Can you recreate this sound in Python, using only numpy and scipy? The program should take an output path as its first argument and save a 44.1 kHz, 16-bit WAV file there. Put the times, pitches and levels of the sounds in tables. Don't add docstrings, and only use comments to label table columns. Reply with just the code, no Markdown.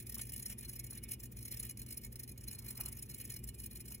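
import sys
import numpy as np
from scipy import signal
from scipy.fft import rfft, irfft
from scipy.io import wavfile
from scipy.ndimage import uniform_filter1d, map_coordinates

SR = 44100
rng = np.random.default_rng(int(sys.argv[2]) if len(sys.argv) > 2 else 0)


def transcribe(signal):
    frames = np.atleast_2d(signal).T
    limited = np.clip(frames, -1, 1)
    pcm = np.round(limited * 32767).astype(np.int16)
    wavfile.write(sys.argv[1], SR, pcm)


N = 176400
T, HZ = np.arange(N) / SR, np.arange(N + 1) * SR / (2 * N)
TOP_HZ = 15850
GRIT_HZ, GRIT_DB = 400, 1.5


def gain(db):
    return 10 ** (np.asarray(db) / 20)


def unit(x):
    return x / np.sqrt(np.mean(np.abs(x) ** 2))


def colour(points):
    hz, db = np.array(points).T
    return gain(np.interp(np.log(HZ + 1), np.log(hz), db))


def filtered(x, response):
    return irfft(rfft(x, 2 * N) * response)[..., :N]


def ringing_body(broad, tones):
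    power = broad ** 2
    for hz, width, db in tones:
        peak = gain(db) ** 2 / (1 + ((HZ - hz) / (width / 2)) ** 2)
        power += peak / (1 + ((HZ - hz) / (4 * width)) ** 2)
    cepstrum = irfft(np.log(power) / 2)
    one_sided = np.r_[1, np.full(N - 1, 2), np.zeros(N)]
    return unit(np.exp(rfft(cepstrum * one_sided)))


def dull_peak(hz):
    return unit(1 / (1 + (2 * (HZ / hz - 1)) ** 2))


def wander(rate_hz):
    steps = rng.standard_normal(N // 20)
    hz = np.arange(len(steps) // 2 + 1) / T[-1]
    smooth = irfft(rfft(steps) * np.exp(-(hz / rate_hz) ** 2), len(steps))
    return unit(np.interp(T, T[::20], smooth))


def swell(at, length_s):
    push, near = np.zeros(N), np.abs(T - at) < 10 * length_s
    halving_s = length_s * np.where(T[near] < at, .48, .52)
    push[near] = .5 ** (np.abs((T[near] - at) / halving_s) ** 1.15)
    return push


def slips(per_second=12000, scatter_db=2.5):
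    clicks = rng.random(N) < per_second / SR
    size = gain(scatter_db * np.clip(rng.standard_normal(N), -2, 2))
    return unit(clicks * size * rng.choice([-1, 1], N))


def in_cage(drive, response, echo_db=0, fade_s=.045):
    # f/Hz, phase/rad
    left_lead = [(1500, 0), (3500, 1), (4400, 3.1), (16700, 20.9)]
    phase = np.interp(HZ, *np.array(left_lead).T) * np.array([[.5], [-.5]])
    decay = gain(-60 * T / fade_s) ** 2
    echo_power = np.abs(signal.fftconvolve(drive ** 2, decay / decay.sum())[:N])
    echoes = rng.standard_normal((2, N)) * np.sqrt(echo_power) * gain(echo_db)
    return filtered(drive, response * np.exp(1j * phase)) + filtered(echoes, response)


def room(rumble_db=-55, waver_db=2):
    # f/Hz, relative level/dB
    rumble_colour = [(30, -26), (52, 8.5), (68, 2), (150, 0), (178, -8), (230, 0), (280, -9.5), (355, -8.5),
                     (470, -17.5), (650, -29), (1200, -34.5), (16000, -54)]
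    # f/Hz, level/dB
    hum_tones = [(58, -61.5), (100, -64), (120, -56.5), (201, -68), (223, -70.5)]
    mid, side = filtered(rng.standard_normal((2, N)), unit(colour(rumble_colour)))
    side = filtered(side, np.minimum(HZ / 700, 1))
    hum = 0
    for hz, db in hum_tones:
        strength = np.sqrt(2) * gain(db + waver_db * wander(9.5))
        hum += strength * np.sin(2 * np.pi * hz * T + .7 * wander(1.22))
    return gain(rumble_db) * (mid + side * np.array([[1], [-1]])) + hum


def cage_bumps(hz=54):
    # t/s, level/dB
    bumps = [(.41, -53), (1.03, -55), (2.28, -82), (3.47, -49)]
    sound = 0
    for at, db in bumps:
        tone = np.sqrt(2) * np.sin(2 * np.pi * (hz * T + rng.random()))
        sound += gain(db) * swell(at, length_s=.082) * tone
    return sound


def cage_rustle():
    # t/s, level/dB, length/s
    rustles = [(2.67, -74, 0.21), (2.806, -68, .03), (2.861, -70.5, 0.06)]
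    strength = sum(gain(db) * swell(at, length) for at, db, length in rustles)
    return in_cage(slips() * strength * np.abs(wander(GRIT_HZ)), dull_peak(hz=1100))


def cage_knocks():
    # t/s, level/dB, f/Hz, time to fade by 60 dB/s
    knocks = [(0.166, -56.5, 1200, 0.026), (0.193, -48, 3000, 0.03), (0.924, -64, 1170, 0.061),
              (2.790, -55.5, 1200, 0.02), (2.793, -55, 780, .04), (3.909, -69.5, 930, 0.14)]
    sound = 0
    for at, db, hz, fade_s in knocks:
        strength = (T >= at) * gain(db - 60 * np.abs(T - at) / fade_s)
        sound += in_cage(rng.standard_normal(N) * strength, dull_peak(hz))
    return sound


def hub_pressure(scrape_trim_db=-1, snap_decay_s=.004):
    # t/s, relative level/dB
    scrapes = [(0.002, -39.5), (0.027, -50), (0.07, -43.5), (0.098, -39.5), (0.124, -43.5), (0.153, -40.5),
               (0.183, -41), (0.196, -43.5), (0.217, -35.5), (0.234, -46), (0.254, -50.5), (0.272, -46),
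               (0.296, -42.0), (0.337, -38.5), (0.364, -42), (0.38, -45.5), (0.398, -42), (0.428, -40),
               (0.462, -35.0), (0.484, -49), (0.5, -40), (0.512, -44.5), (0.526, -41.0), (0.589, -42),
               (0.61, -48), (0.631, -46.0), (0.652, -43.5), (0.685, -50), (0.695, -41), (0.716, -54),
               (0.735, -42.5), (0.761, -42.5), (0.797, -39), (0.844, -43), (0.868, -45.5), (0.909, -43),
               (0.932, -47), (0.955, -46), (0.977, -44.5), (1.038, -41.5), (1.092, -43.5), (1.117, -34),
               (1.137, -38), (1.203, -46), (1.238, -42), (1.258, -47), (1.323, -48.0), (1.371, -47),
               (1.39, -50), (1.412, -51), (1.429, -46), (1.456, -40.5), (1.482, -43), (1.516, -40),
               (1.524, -38), (1.544, -42.5), (1.573, -40.5), (1.6, -36.5), (1.632, -40), (1.653, -40.5),
               (1.668, -45.5), (1.697, -40.5), (1.711, -42), (1.796, -42.5), (1.831, -53.5), (1.889, -48.5),
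               (1.909, -40.5), (1.927, -40.5), (1.944, -49.5), (1.977, -39.5), (2.018, -53.0),
               (2.037, -48.5), (2.049, -42), (2.067, -51), (2.127, -49.5), (2.2, -42), (2.236, -44),
               (2.294, -46.5), (2.318, -51.5), (2.412, -51), (2.44, -48.5), (2.482, -38.5), (2.514, -43),
               (2.531, -43), (2.551, -45), (2.591, -41.5), (2.624, -53.0), (2.649, -48.5), (2.665, -44.5),
               (2.687, -41), (2.708, -38), (2.729, -52), (2.755, -48.5), (2.775, -41.5), (2.809, -35),
               (2.838, -47), (2.86, -38.5), (2.886, -40.5), (2.926, -41.5), (2.954, -55), (2.972, -45),
               (2.992, -43.5), (3.028, -40.5), (3.06, -53.5), (3.098, -41.5), (3.115, -47.5),
               (3.145, -42.0), (3.165, -52.0), (3.185, -45), (3.203, -43), (3.214, -40.5), (3.243, -53),
               (3.253, -41.5), (3.277, -50), (3.303, -39), (3.322, -43), (3.341, -42), (3.366, -40),
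               (3.392, -52), (3.442, -45.0), (3.478, -46.5), (3.49, -40.5), (3.548, -47.5), (3.589, -48),
               (3.602, -43.5), (3.62, -52), (3.64, -42), (3.663, -40.5), (3.714, -46), (3.731, -52),
               (3.759, -44.5), (3.771, -45.5), (3.807, -41.0), (3.858, -47.5), (3.883, -45), (3.907, -48),
               (3.922, -42.0), (3.948, -42), (3.98, -60)]
    # t/s, level/dB
    snaps = [(.144, -38.5), (.321, -40.5), (1.772, -42), (1.817, -42), (1.863, -43), (2.157, -41),
             (2.194, -44), (2.277, -46), (2.377, -42)]
    power = sum((gain(db + scrape_trim_db) * swell(at, length_s=.007)) ** 2 for at, db in scrapes)
    for at, db in snaps:
        power += ((T >= at) * gain(db) * np.exp(-np.abs(T - at) / snap_decay_s)) ** 2
    return np.sqrt(power)


def moving_contact(x, top_hz, rate_hz, depth_db, bands):
    centres, step = np.linspace(0, top_hz, bands, retstep=True)
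    weights = gain(depth_db * np.array([wander(rate_hz) for _ in centres]))
    weights /= np.sqrt(np.mean(weights ** 2, axis=0))
    return sum(filtered(x, np.maximum(1 - np.abs(HZ - hz) / step, 0)) * weight
               for hz, weight in zip(centres, weights))


def drum_echo(x, strength=.5):
    delay_s = .0016 + .00005 * wander(9)
    echo = map_coordinates(x, [(T - delay_s) * SR])
    return (x + strength * echo) / np.hypot(1, strength)


def drum_rubs(pressure, scrape_share_db=-20, grind_db=-71):
    # t/s, level/dB
    rubs = [(.195, -68), (.517, -59.5), (.637, -64), (0.972, -59.5), (1.057, -63.5), (1.54, -59.5),
            (1.64, -60), (2.87, -63), (3.212, -62), (3.305, -61)]
    # f/Hz, relative level/dB
    drum_colour = [(300, -22), (750, -22), (1400, -19.5), (2400, -10), (3700, -14), (5000, -44.5),
                   (16000, -64)]
    # f/Hz, width/Hz, relative level/dB
    drum_tones = [(1826, 64, -3.5), (2048, 24, -5), (2212, 28.3, 2.5), (2438, 23.6, 4), (2650, 170, -19),
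                  (2920, 18.5, 2)]
    load = np.abs(uniform_filter1d(pressure, int(.038 * SR)))
    power = sum((gain(db) * swell(at, length_s=.025)) ** 2 for at, db in rubs)
    power += (pressure * gain(scrape_share_db)) ** 2
    power += gain(grind_db) ** 2 * load / load.mean()
    friction = slips() * np.sqrt(power) * gain(GRIT_DB * wander(GRIT_HZ))
    friction = moving_contact(friction, top_hz=4330, rate_hz=24, depth_db=3.5, bands=22)
    return in_cage(friction, ringing_body(colour(drum_colour), drum_tones))


def hub_scrapes(pressure, rolling_db=-74, tone_width_hz=70):
    # f/Hz, relative level/dB
    shell_colour = [(500, -22), (1500, -50.5), (3600, -33.5), (4600, -21), (5800, -13.5), (7300, -26.5),
                    (8000, -15), (9000, -5), (11400, -7), (13000, -6.5), (14700, -4), (16000, -6.5)]
    # f/Hz, relative level/dB
    shell_tones = [(4160, -4), (5270, -4), (5490, -10), (6560, -8), (6880, -8.5), (7540, -4), (9640, -3),
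                   (10200, 1.5), (10570, -1)]
    broad = colour(shell_colour) / (1 + (HZ / TOP_HZ) ** 20)
    shell = ringing_body(broad, [(hz, tone_width_hz, db) for hz, db in shell_tones])
    friction = slips() * (pressure + gain(rolling_db)) * gain(GRIT_DB * wander(GRIT_HZ))
    friction = moving_contact(drum_echo(friction), TOP_HZ, rate_hz=28, depth_db=3, bands=24)
    return in_cage(friction, shell, echo_db=-8)


def scene():
    pressure = hub_pressure()
    lean_right = gain([[-1.75], [1.75]])
    wheel = hub_scrapes(pressure) + drum_rubs(pressure) * lean_right
    return wheel + cage_knocks() + cage_rustle() + cage_bumps() + room()


def record(dry):
    return signal.sosfilt(signal.ellip(12, .1, 80, TOP_HZ, fs=SR, output="sos"), dry)


dry = scene()
out = record(dry)
transcribe(out)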